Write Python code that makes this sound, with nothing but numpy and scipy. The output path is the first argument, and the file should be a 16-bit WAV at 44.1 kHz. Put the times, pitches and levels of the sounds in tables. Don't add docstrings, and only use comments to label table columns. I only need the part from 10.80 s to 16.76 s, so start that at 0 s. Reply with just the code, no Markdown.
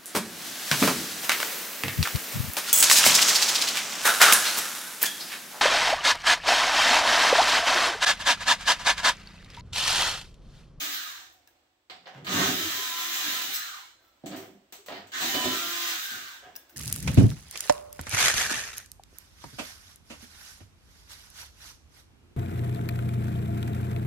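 import sys
import numpy as np
from scipy import signal
from scipy.fft import rfft, irfft, next_fast_len
from scipy.io import wavfile
from scipy.ndimage import uniform_filter1d

SR = 44100
rng = np.random.default_rng(int(sys.argv[2]) if len(sys.argv) > 2 else 0)


def inscribe(sig):
    pcm = np.round(np.clip(np.atleast_2d(sig).T, -1, 1) * 32767)
    wavfile.write(sys.argv[1], SR, pcm.astype(np.int16))


def decibels_to_gain(level_db):
    exponent = np.asarray(level_db, float) / 20
    return 10 ** exponent


N = 262836
T = np.arange(N) / SR

# pull_s, spinup_s, release_s, stop_s, hiss_db
BURSTS = [
    (-1, .1, .1, .55, -35.5),
    (1.44, .07, 2.7, 3.17, -35.2),
    (4.316, .02, 5.19, 5.76, -35.8),
]
# start_s, end_s
POWERED = [
    (1.74, 2.7),
    (4.4, 5.2),
]
# time_s, pitch_hz, level_db
SIXTH_ORDER = [
    [(1.92, 1004, -52.5), (1.974, 1012, -39), (2.048, 1015, -36.5), (2.076, 1014, -44), (2.126, 1009, -37),
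     (2.212, 1013, -36.5), (2.32, 1026, -47), (2.5, 1025, -45.5), (2.62, 1011, -45.5), (2.67, 1005, -60)],
    [(4.46, 985, -62), (4.52, 993.8, -46.5), (4.604, 1002, -34), (4.75, 1008, -40), (4.79, 1016, -62)],
    [(4.84, 1034, -52), (5.0, 1036, -44), (5.012, 1037, -46), (5.09, 1037, -48), (5.12, 1010, -46),
     (5.15, 1000, -64)],
]
# time_s, half_length_s, extra_hiss_db
STRAINS = [
    (1.53, .04, 3),
    (1.61, .06, 6),
    (4.427, .02, 5),
    (4.65, .03, 2.5),
    (5.1, .05, .6),
]
SPINUP_DB, COAST_DB = 22, 33
EASE_S, EASE_DB = .1, -3
FILL_S, FILL_DB = .005, 8
GRAB_S = 5.62
JOLT_AFTER_S, JOLT_S, FULL_SPEED_S = .045, .03, .1
IDLE_HZ, LOADED_HZ, FREE_HZ = 40, 161, 166
SLOWING = .7

# pitch_hz, level_db (per Hz)
GEAR_COLOUR = [(1180, -27), (2000, -7.5), (2140, -13), (2330, -5.5), (2900, -2), (3170, -2), (3750, 0),
               (5140, -10.5), (6130, -4.5), (7360, -9), (9000, -22), (11700, -40), (19800, -120)]
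BRUSH_COLOUR = [(5000, -10), (8500, -19), (9210, -24.5), (10900, -17), (15400, -3), (16200, -12),
                (16400, -28), (16500, -71)]
SHELL_COLOUR = [(590, -49.5), (1000, -20), (1170, -3), (1290, -2), (1480, 0), (1590, 2), (2130, -6.5),
                (2300, -10), (2990, -32.5), (5060, -120)]
HOUSING_COLOUR = [(240, -28), (400, -19.5), (465, -20), (674, -12.5), (759, -7), (1000, -11.5), (1150, -5),
                  (1500, -48.5), (2530, -120)]
# running_db, per_strain_db (per dB), standstill_db, release_jolt_db, pull_db
BRUSH_LAYER = (-3.2, -1, -5, 3.5, -14)
SHELL_LAYER = (-5.5, .4, 3, -1, 8)
HOUSING_LAYER = (-19.5, 2.2, -1, -4, 3)

# shell_hz, shell_db, tooth_order, tooth_db, second_tooth_db
COASTS = [
    (1640, -13, 10, -7, -14),
    (1400, -12, 10.8, -7, -6),
    (1530, -4, 10.8, -10, -12),
]
SHELL_WIDTH_HZ, TEETH_WIDTH_HZ = 190, 70
SECOND_TEETH = 1.24
TEETH_BEST_HZ, TEETH_STILL_DB = 1450, -17
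RING_GROWS_DB = 6

ORDERS = [2, 4, 6, 7, 8, 10.1, 11, 14.1, 16.4, 18.03, 19.06, 20.33, 21.9, 24.08, 35, 35.3]
# long_drive_db, short_drive_db (over whine), follows_curve (0-1)
ORDER_LEVELS = [(-16, -6, 0), (-21.5, -9, 0), (-4.1, -2.6, .77), (-14, -4, 0), (-6, 0, 0), (-10, -22, 0),
                (-18, -4, .1), (-12, -19, .2), (-18, -16, .1), (-6, 6, .1), (-5, -2, 0), (-8, -18, .2),
                (-8, -19, .1), (-4, -20, .1), (-8, -15, 0), (-9, -11, 0)]
HEARD = {1: (4.78, 5.13), 3: (4.84, 5.14), 4: (4.68, 4.92), 6: (4.5, 4.75), 9: (4.52, 4.72),
         10: (4.75, 5.15)}
STEADY_WHINE_DB = -48

# pitch_hz, width_hz, level_db
BOOM_MODES = [(252.5, 63, -2.5), (307, 51, -1), (380, 28.6, -0.5), (570, 175, -6), (719, 173, -5.5)]
DEEP_MODES = [(72.2, 22, -5.5), (101.5, 14, 0.5), (136.5, 35, -2), (191.1, 36, -1)]
# pitch_hz, level_db (per Hz)
RATTLE_COLOUR = [(260, -37.5), (450, -6.5), (623, -2.5), (1070, -8), (1850, -6.5), (2410, -12),
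                 (3100, -9.5), (4040, -22), (7360, -29), (9000, -47), (11700, -42), (19800, -120)]
# peak_s, boom_db, deep_over_boom_db, rise_s, fade_s (both for 20 dB)
JERKS = [(0, -50, -8, .01, .11), (1.486, -41, -6, .04, .2), (1.548, -32, 0, .09, .1),
         (1.606, -33, -6, .07, .11), (1.688, -34, -4.5, .08, .11), (1.75, -48, -4, .1, .07),
         (1.846, -48, -15, .2, .16), (2.472, -48, -10, .05, .08), (2.528, -49.5, -11, .08, .1),
         (2.68, -58, -8, .1, .13), (4.446, -39.5, -6, .05, .08), (4.55, -32, -17, .02, .1),
         (4.658, -30.5, -7.5, .035, .12), (4.818, -49, -18, .1, .08)]
# peak_s, boom_db, deep_over_boom_db, rise_s, fade_s
BUMPS = [(1.124, -62, -1, .025, .17), (1.284, -62, -12, .05, .12), (1.374, -61, 2, .06, .4),
         (3.438, -37, -8, .002, .015), (3.46, -42, -10, .01, .24), (3.545, -45, -9, .04, .2),
         (4.115, -47, -8, .04, .15), (5.312, -54, -3, .01, .07), (5.362, -53, -4, .006, .09),
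         (5.67, -60, -2, .05, .1), (5.955, -55, -20, .04, .1)]
# peak_s, rattle_db, top_over_rattle_db, rise_s, fade_s
SCRAPES = [(.525, -78, 14, .004, .08), (.676, -66, 0, .003, .05), (1.165, -56, -20, .01, .02),
           (5.545, -52, -6, .003, .01), (1.245, -57, -30, .05, .02), (1.27, -39.5, -30, .002, .045),
           (1.342, -48, -30, .02, .14), (3.195, -66, -8, .005, .03), (3.222, -68, -2, .01, .2),
           (3.445, -59, -30, .004, .05), (3.46, -50, -2, .002, .12), (3.548, -42, -25, .08, .06),
           (3.57, -51, -2, .01, .13), (3.64, -52, -17, .1, .06), (4.085, -38.5, -23, .002, .12),
           (4.15, -43, -21, .05, .1), (4.275, -62, -8, .01, .06), (5.625, -48, -22, .003, .16),
           (5.76, -58, -6, .01, .05), (5.894, -68, 12, .005, .05), (5.95, -63, -7, .1, .05)]
TREMBLE_DB, TREMBLE_DEEP_DB = -26.5, -11

# start_s, peak_db, knock_db, snap_db, top_db (last three over the tick)
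CLICKS = [(1.0984, -31, -7.5, -18, -28), (1.2578, -38, -2, -33, -37), (1.4466, -35, -27, -8, -14),
          (1.4682, -22, -14, -25, -20), (2.7374, -37, -32, 3, 10), (3.4367, -55, 26, -16, -19),
          (3.46, -35, -2, -1, -12), (3.514, -35, 2, -30, -30), (3.546, -39, 0, -25, -25),
          (3.5624, -38, -13, -3, -4), (3.924, -36, -4, -2.5, -4.5), (4.0615, -41, -7, -2.5, -4),
          (4.0823, -35, -2, -28, -22), (4.1205, -33, 3, -26, -25), (4.14, -40, -3, -20, -25),
          (4.167, -37, 4, -26, -25), (4.2706, -48.5, -5, -1, -9), (4.3192, -34, -25, -10, -15),
          (4.4185, -26, -20, -3, -6), (4.5437, -18.5, -3, -13, -14), (4.644, -23, -0.5, -3, -15)]
# start_s, peak_db, ring_db, snap_db, top_db (last three over the tick)
JINGLES = [
    (0.6742, -48, 2, -3, -1),
    (2.7455, -48, -10, 8, 24),
    (2.7525, -51, -10, 8, 24),
    (2.76, -49, -10, 8, 24),
    (2.7655, -49, -10, 6, 24),
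    (2.7755, -52, -10, 8, 24),
    (5.7543, -36, 3.4, -14, -6),
    (5.7612, -40.5, 3, -18, 9),
    (5.7648, -42, -2, -3, 13),
    (5.895, -47, 3, -7, -4),
]
# pitch_hz, level_db (per Hz)
TICK_COLOUR = [(800, -13), (950, -3.5), (1570, -4.5), (1880, -4.5), (2400, -3), (4800, -4.5), (5200, -12),
               (5600, -11)]
SNAP_COLOUR = [(4600, -18), (5300, -7.5), (7300, 0), (8200, -1.5), (8700, -18)]
# pitch_hz, width_hz, level_db
KNOCK_MODES = [(320, 67, -6), (740, 110, 13), (148, 65, -10)]
SCREW_MODES = [(1690, 130, 0), (2720, 99, 6), (3600, 250, -12)]

# peak_s, pitch_hz,
# level_db, rise_s, fade_s (both for 20 dB)
SINGS = [(.18, 4100, -46, .06, .2), (.235, 1640, -48, .04, .06), (.45, 740, -67, .15, .5),
         (.678, 1640, -61, .006, .025), (1.11, 745, -54, .01, .12), (1.165, 760, -58, .03, .04),
         (1.12, 2090, -56, .02, .06), (1.275, 750, -53, .015, .15), (1.275, 1930, -59, .015, .1),
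         (1.275, 1690, -57, .015, .06), (1.36, 555, -55, .05, .12), (1.86, 328, -41, .3, .09),
         (3.465, 4000, -55, .004, .05), (2.57, 1360, -41, .05, .08), (3.0, 790, -60, .08, .06),
         (3.05, 2200, -58, .05, .05), (3.2, 1560, -72, .1, .15), (3.24, 1330, -71, .06, .35),
         (3.25, 3440, -78, .08, .25), (3.93, 690, -52, .004, .04), (4.36, 1500, -47, .03, .06),
         (4.36, 2030, -47, .03, .05), (4.44, 690, -45, .1, .06), (4.68, 1840, -43, .05, .03),
         (5.05, 1500, -46, .04, .03), (5.07, 1200, -44, .05, .05), (5.19, 1460, -46, .12, .1),
         (5.55, 1600, -54, .05, .1), (5.65, 1620, -59, .04, .15), (5.7, 780, -58, .04, .04),
         (5.78, 1650, -62, .03, .15), (5.775, 10000, -62, .008, .05), (2.83, 1720, -48, .1, .08),
         (2.93, 1180, -51, .06, .1), (5.9, 1560, -65, .008, .06), (.68, 9300, -74, .006, .04),
         (5.9, 9400, -74, .006, .04), (.68, 3950, -68, .006, .025), (5.8, 3500, -66, .04, .1),
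         (4.5, 3050, -46, .15, .1),
         (1.365, 140, -47, .025, .15), (1.43, 145, -54, .04, .1), (1.61, 382, -33, .12, .2),
          (1.6, 265, -41, .12, .1), (1.88, 92, -50, .1, .05), (1.98, 100, -57, .1, .05),
          (2.0, 400, -50, .04, .06), (1.62, 186, -37, .2, .12), (4.25, 100, -62, .1, .1),
          (5.65, 70, -64, .04, .04), (.07, 300, -54, .2, .2), (3.4405, 330, -35, .003, .016),
          (3.44, 150, -44, .003, .04), (4.0, 400, -58, .06, .1), (3.75, 200, -60, .08, .15),
          (3.462, 300, -42, .005, .07), (3.45, 200, -46, .01, .12), (3.545, 300, -43, .04, .08),
          (3.52, 190, -45, .02, .07), (3.53, 540, -47, .04, .08), (4.125, 640, -46, .03, .08),
          (4.2, 200, -57, .1, .12), (4.46, 340, -43, .08, .06), (4.56, 310, -41, .02, .08),
          (4.56, 610, -43, .02, .08), (4.665, 590, -40, .03, .08), (5.32, 240, -55, .01, .08),
          (5.955, 340, -56, .03, .05),
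         (2.76, 4100, -43, .06, .3),
    (2.76, 7900, -46, .03, .15),
    (2.71, 800, -52, .05, .05),
    (4.5, 780, -47, .1, .1),
    (1.6, 760, -44, .12, .12),
    (4.1, 850, -50, .015, .1),
]
SING_WIDTH_HZ, SING_SHARE = 22, .04
SING_STEADY = .6

# pitch_hz, t60_s
ROOM_DECAY = [(150, 0.3), (500, 0.38), (1040, 0.37), (2760, 0.37), (7280, 0.45), (15000, 0.24)]
# pitch_hz, correlation (-1 to 1)
LIKENESS = [(30, .8), (60, 0.97), (130, 1), (290, 1), (640, 0.36), (1400, -0.13), (3100, -0.042),
            (15000, .01)]
# pitch_hz, level_db (per Hz)
HUSH_COLOUR = [(15, -6), (25, 1), (91, -8), (125, -29), (361, -4.5), (425, -23), (486, -9.5), (955, -12.5),
               (3880, -17), (7030, -24.5), (8050, -20), (8970, -39), (15800, -27)]
HUSH_DB = -69.5
# time_s, level_db (over the hush)
AIR_DRIFT = [(0, 8.5), (.8, 1), (.95, -3), (1.09, -4.5), (1.3, 0.5), (3.3, 2.5), (3.9, 1.5), (5.96, 6.5)]
# pitch_hz, left_over_right_db
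LEAN = [(60, -1), (99, -2), (160, 0.5), (270, -6), (450, 2), (740, -3), (1220, -1), (2010, -2.0),
        (3330, -5.5), (5500, -2.5), (9080, 9.5), (15000, 6.0)]
EDGE_HZ = 15780


def shaft():
    rows = [(s, hz / 6) for table in SIXTH_ORDER for s, hz, _ in table]
    rows += [(s, LOADED_HZ) for s, _ in POWERED]
    for pull, spinup, release, stop, _ in BURSTS:
        rows += [(pull, IDLE_HZ), (pull + spinup, LOADED_HZ - IDLE_HZ), (release, FREE_HZ)]
        for left in np.linspace(0, .9, 10):
            rows.append((stop - left * (stop - release), FREE_HZ * left ** SLOWING))
    return np.interp(T, *np.transpose(sorted(rows)))


def effort():
    strain_db = sum(db * np.exp(-((T - s) / half) ** 2) for s, half, db in STRAINS)
    hiss, lost, jolt, start = np.zeros((4, N))
    for pull, spinup, release, stop, db in BURSTS:
        up = np.clip((T - pull) / spinup, 0, 1)
        down = np.clip((stop - T) / (stop - release), 0, 1)
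        eased_db = EASE_DB * np.clip(1 + (T - release) / EASE_S, 0, 1)
        hiss += decibels_to_gain(db + eased_db + strain_db) * up ** (SPINUP_DB / 20) * down ** (COAST_DB / 20)
        lost += (1 - down) * (down > 0)
        start += np.clip(1 - (T - pull) / FULL_SPEED_S, 0, 1) * (up > 0)
        jolt += np.exp(-((T - release - JOLT_AFTER_S) / JOLT_S) ** 2)
    hiss *= np.clip((GRAB_S - T) / .06, 0, 1)
    hiss *= 1 + decibels_to_gain(FILL_DB) * np.exp(-T / FILL_S)
    return hiss, strain_db, lost, jolt, start


def motor(turns, hiss, strain_db, lost, jolt, start):
    grit_db = 3.35 * unit_rms(uniform_filter1d(rng.standard_normal(N), 30))
    throb = 1 + 0.37 * np.cos(4 * np.pi * turns)
    contacts = rng.standard_normal(N) * decibels_to_gain(grit_db) * throb
    out = unit_rms(colour(contacts, GEAR_COLOUR))
    layers = [(BRUSH_COLOUR, BRUSH_LAYER), (SHELL_COLOUR, SHELL_LAYER), (HOUSING_COLOUR, HOUSING_LAYER)]
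    for body, (db, per_strain, still_db, jolt_db, start_db) in layers:
        level_db = db + per_strain * strain_db + still_db * lost + jolt_db * jolt + start_db * start
        out += unit_rms(colour(contacts, body)) * decibels_to_gain(level_db)
    return out * hiss * decibels_to_gain(1.07 * wander(rate_hz=12))


def rundown(speed_hz, coasting):
    noise, out = rng.standard_normal(N), 0
    coast = np.searchsorted([pull for pull, *_ in BURSTS[1:]], T)
    shell_hz, shell_db, teeth, first_db, second_db = np.array(COASTS)[coast].T
    layers = [(shell_hz, shell_db, SHELL_WIDTH_HZ)]
    for hz, db in [(teeth * speed_hz, first_db), (SECOND_TEETH * teeth * speed_hz, second_db)]:
        octaves_away = np.log2((hz + 1) / TEETH_BEST_HZ)
        layers.append((hz, db + TEETH_STILL_DB * octaves_away ** 2, TEETH_WIDTH_HZ))
    for hz, db, width_hz in layers:
        carrier = np.exp(2j * np.pi * np.cumsum(hz) / SR)
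        r = np.exp(-np.pi * width_hz / SR)
        narrow = signal.lfilter([1], [1, -2 * r, r * r], noise / carrier)
        out = out + decibels_to_gain(db) * unit_rms((carrier * narrow).real)
    return out * coasting


def whine(turns):
    rows, out = np.concatenate(SIXTH_ORDER), np.zeros((2, N))
    for burst, (start, end) in enumerate(POWERED):
        on = slice(round(start * SR), round(end * SR))
        t = T[on]
        curve_db = np.interp(t, rows[:, 0], rows[:, 2])
        ends = signal.windows.tukey(len(t), .15)
        for row, (order, (*db, follows)) in enumerate(zip(ORDERS, ORDER_LEVELS)):
            level_db = db[burst] + follows * curve_db + (1 - follows) * STEADY_WHINE_DB
            if burst and row in HEARD:
                first, last = HEARD[row]
                level_db = level_db - 400 * np.maximum(np.maximum(first - t, t - last), 0)
            jitter = .03 * order * wander(rate_hz=14, at=t)
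            for side in out:
                drift = jitter + 1.6 * rng.random() * (order > 8)
                swell_db = 5.0 * abs(1 - follows) * wander(rate_hz=6, at=t)
                tone = np.sqrt(2) * np.cos(2 * np.pi * order * turns[on] + drift)
                add(side, start, decibels_to_gain(level_db + swell_db) * tone * ends)
    return out


def panel(running):
    slip_size = decibels_to_gain(3.2 * np.minimum(rng.exponential(1, N), 4))
    slips = (rng.random(N) < 500 / SR) * slip_size * rng.choice([-1, 1], N)
    drive = unit_rms(slips) + 0.6 * rng.standard_normal(N)
    tremble = decibels_to_gain(TREMBLE_DB) * running
    boom = unit_rms(resonate(resonate(drive, BOOM_MODES), BOOM_MODES))
    boom = boom * (envelope(JERKS + BUMPS) + tremble)
    deep = unit_rms(resonate(resonate(drive, DEEP_MODES), DEEP_MODES))
    deep = deep * (envelope(JERKS + BUMPS, second=1) + decibels_to_gain(TREMBLE_DEEP_DB) * tremble)
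    rattle = unit_rms(colour(drive, RATTLE_COLOUR)) * envelope(SCRAPES)
    top = unit_rms(colour(drive, BRUSH_COLOUR)) * envelope(SCRAPES, second=1)
    return boom + deep + rattle + top


def clicks(rows, body, contact_s):
    blow = 1. * (np.arange(3000) == 0)
    push = np.sin(np.pi * np.minimum(np.arange(3000) / SR / contact_s, 1)) + blow
    voices = [colour(blow, TICK_COLOUR), resonate(push, body)]
    voices += [colour(blow, SNAP_COLOUR), colour(blow, BRUSH_COLOUR)]
    voices = np.array([x / np.linalg.norm(x) for x in voices]) * decibels_to_gain([[19], [15], [19], [23]])
    out = np.zeros(N)
    for s, db, *over_db in rows:
        add(out, s, decibels_to_gain(db + np.array([0] + over_db)) @ voices)
    return out


def sings():
    left, other = rng.standard_normal((2, N))
    out = np.zeros((2, N))
    for s, hz, db, rise, fade in SINGS:
        on = slice(max(round((s - 2 * rise) * SR), 0), round((s + 2 * fade) * SR))
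        t = T[on]
        mode = [(hz, SING_WIDTH_HZ + SING_SHARE * hz, 0)]
        level_db = db - 20 * np.maximum((s - t) / rise, (t - s) / fade)
        right = left[on] + min(hz / 900, 1.2) * other[on]
        for side, noise in zip(out, [left[on], right]):
            tone = unit_rms(resonate(resonate(noise, mode), mode))
            flutter = abs(signal.hilbert(tone, next_fast_len(len(tone)))[:len(tone)])
            tone = unit_rms(tone / (flutter + .2) ** SING_STEADY)
            add(side, t[0], tone * decibels_to_gain(level_db))
    return out


def room(x, direct_db, turns_hz):
    out = decibels_to_gain(direct_db) * np.array([x, np.roll(x, 8)])
    t = np.arange(400) * 64 / SR
    for k in range(3):
        tail = diffuse_pair(400, 256, lambda hz: -60 * t / read(ROOM_DECAY, hz)[:, None])
        tail *= np.clip(np.arange(tail.shape[1]) / 60, 0, 1)
        tail /= np.linalg.norm(tail, axis=1, keepdims=True)
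        share = np.sqrt(2 / 3) * np.cos(np.pi * (turns_hz * T + k / 3))
        out += signal.oaconvolve((x * share)[None], tail, axes=1)[:, :N]
    return out


def hush():
    air = diffuse_pair(N // 256 + 5, 1024, lambda hz: read(HUSH_COLOUR, hz)[:, None])[:, :N]
    return decibels_to_gain(HUSH_DB) * unit_rms(air) * decibels_to_gain(np.interp(T, *np.transpose(AIR_DRIFT)))


def diffuse_pair(frames, size, points_db):
    hz = np.fft.rfftfreq(size, 1 / SR)
    a, b, c, d = rng.standard_normal((frames, len(hz), 4)).T
    same = np.clip(read(LIKENESS, hz), -1, 1)[:, None]
    left = a + 1j * b
    right = same * left + np.sqrt(1 - same ** 2) * (c + 1j * d)
    z = np.array([left, right]) * decibels_to_gain(points_db(hz))
    return signal.istft(z, nperseg=size, noverlap=size * 3 // 4)[1]


def unit_rms(x):
    return x / np.sqrt(np.mean(x ** 2) + 1e-20)


def read(points, hz):
    f, value = np.transpose(points)
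    return np.interp(np.log(hz + 1), np.log(f + 1), value)


def colour(x, points):
    hz = abs(np.fft.fftfreq(4096, 1 / SR))
    edged = [(points[0][0] * .7, -70)] + list(points) + [(points[-1][0] * 1.08, -70)]
    log_gain = np.log(decibels_to_gain(read(edged, hz)))
    taps = np.fft.ifft(np.exp(np.conj(signal.hilbert(log_gain)))).real[:2048]
    return signal.oaconvolve(x, taps / np.linalg.norm(taps))[:len(x)]


def resonate(x, modes):
    out = np.zeros(len(x))
    for k, (hz, width_hz, db) in enumerate(modes):
        b, a = signal.iirpeak(hz, hz / max(width_hz, 8), SR)
        out += (-1) ** k * decibels_to_gain(db) * signal.lfilter(b, a, x)
    return out


def envelope(rows, second=0):
    power = np.zeros(N)
    for s, db, over_db, rise, fade in rows:
        on = slice(max(round((s - 4 * rise) * SR), 0), round((s + 4 * fade) * SR))
        fall_db = 20 * np.maximum((s - T[on]) / rise, (T[on] - s) / fade)
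        power[on] += decibels_to_gain(2 * (db + second * over_db - fall_db))
    return np.sqrt(power)


def wander(rate_hz, at=T):
    coarse = rng.standard_normal(int(N / SR * 40) + 2)
    smooth = unit_rms(uniform_filter1d(coarse, max(int(40 / rate_hz), 1)))
    return np.interp(at, np.arange(len(coarse)) / 40, smooth)


def add(mix, s, sound):
    part = mix[round(s * SR):][:len(sound)]
    part += sound[:len(part)]


def scene():
    speed_hz = shaft()
    hiss, strain_db, lost, jolt, start = effort()
    turns = np.cumsum(speed_hz) / SR
    shake = panel(hiss * (1 - lost) ** 4)
    touches = clicks(CLICKS, KNOCK_MODES, contact_s=0.0015)
    jingles = clicks(JINGLES, SCREW_MODES, contact_s=0.00017)
    coasting = hiss * np.minimum(lost / .05, 1) * decibels_to_gain(RING_GROWS_DB * lost)
    tool = decibels_to_gain(0.79) * motor(turns, hiss, strain_db, lost, jolt, start) + rundown(speed_hz, coasting)
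    near = tool + decibels_to_gain(-2.5) * shake + touches + decibels_to_gain(-16) * jingles
    scatter = rng.standard_normal((2, 220)) * np.exp(-np.arange(220) / 50)
    scatter /= np.linalg.norm(scatter[0])
    first = (decibels_to_gain(-20) * touches + decibels_to_gain(-9) * jingles)[None]
    straight = signal.oaconvolve(first, scatter, axes=1)[:, :N] + decibels_to_gain(-5.5) * shake
    return room(near, direct_db=-11, turns_hz=5.5) + straight + whine(turns) + hush() + sings()


def roll_off(x):
    return signal.sosfilt(signal.butter(12, 17020, fs=SR, output="sos"), x)


def record(dry):
    size = next_fast_len(N + 999)
    hz = np.fft.rfftfreq(size, 1 / SR)
    lean = decibels_to_gain(read(LEAN, hz) / 2)
    edge = decibels_to_gain(-62 * np.clip((hz - EDGE_HZ) / 150, 0, 1))
    bass_cut = 1 / np.hypot(1, (62 / (hz + 1)) ** 2)
    response = np.array([lean, 1 / lean]) * edge * bass_cut
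    ports = irfft(rfft(dry, size) * response, size)[:, :N]
    return roll_off(ports)


dry = scene()
out = record(dry)
inscribe(out)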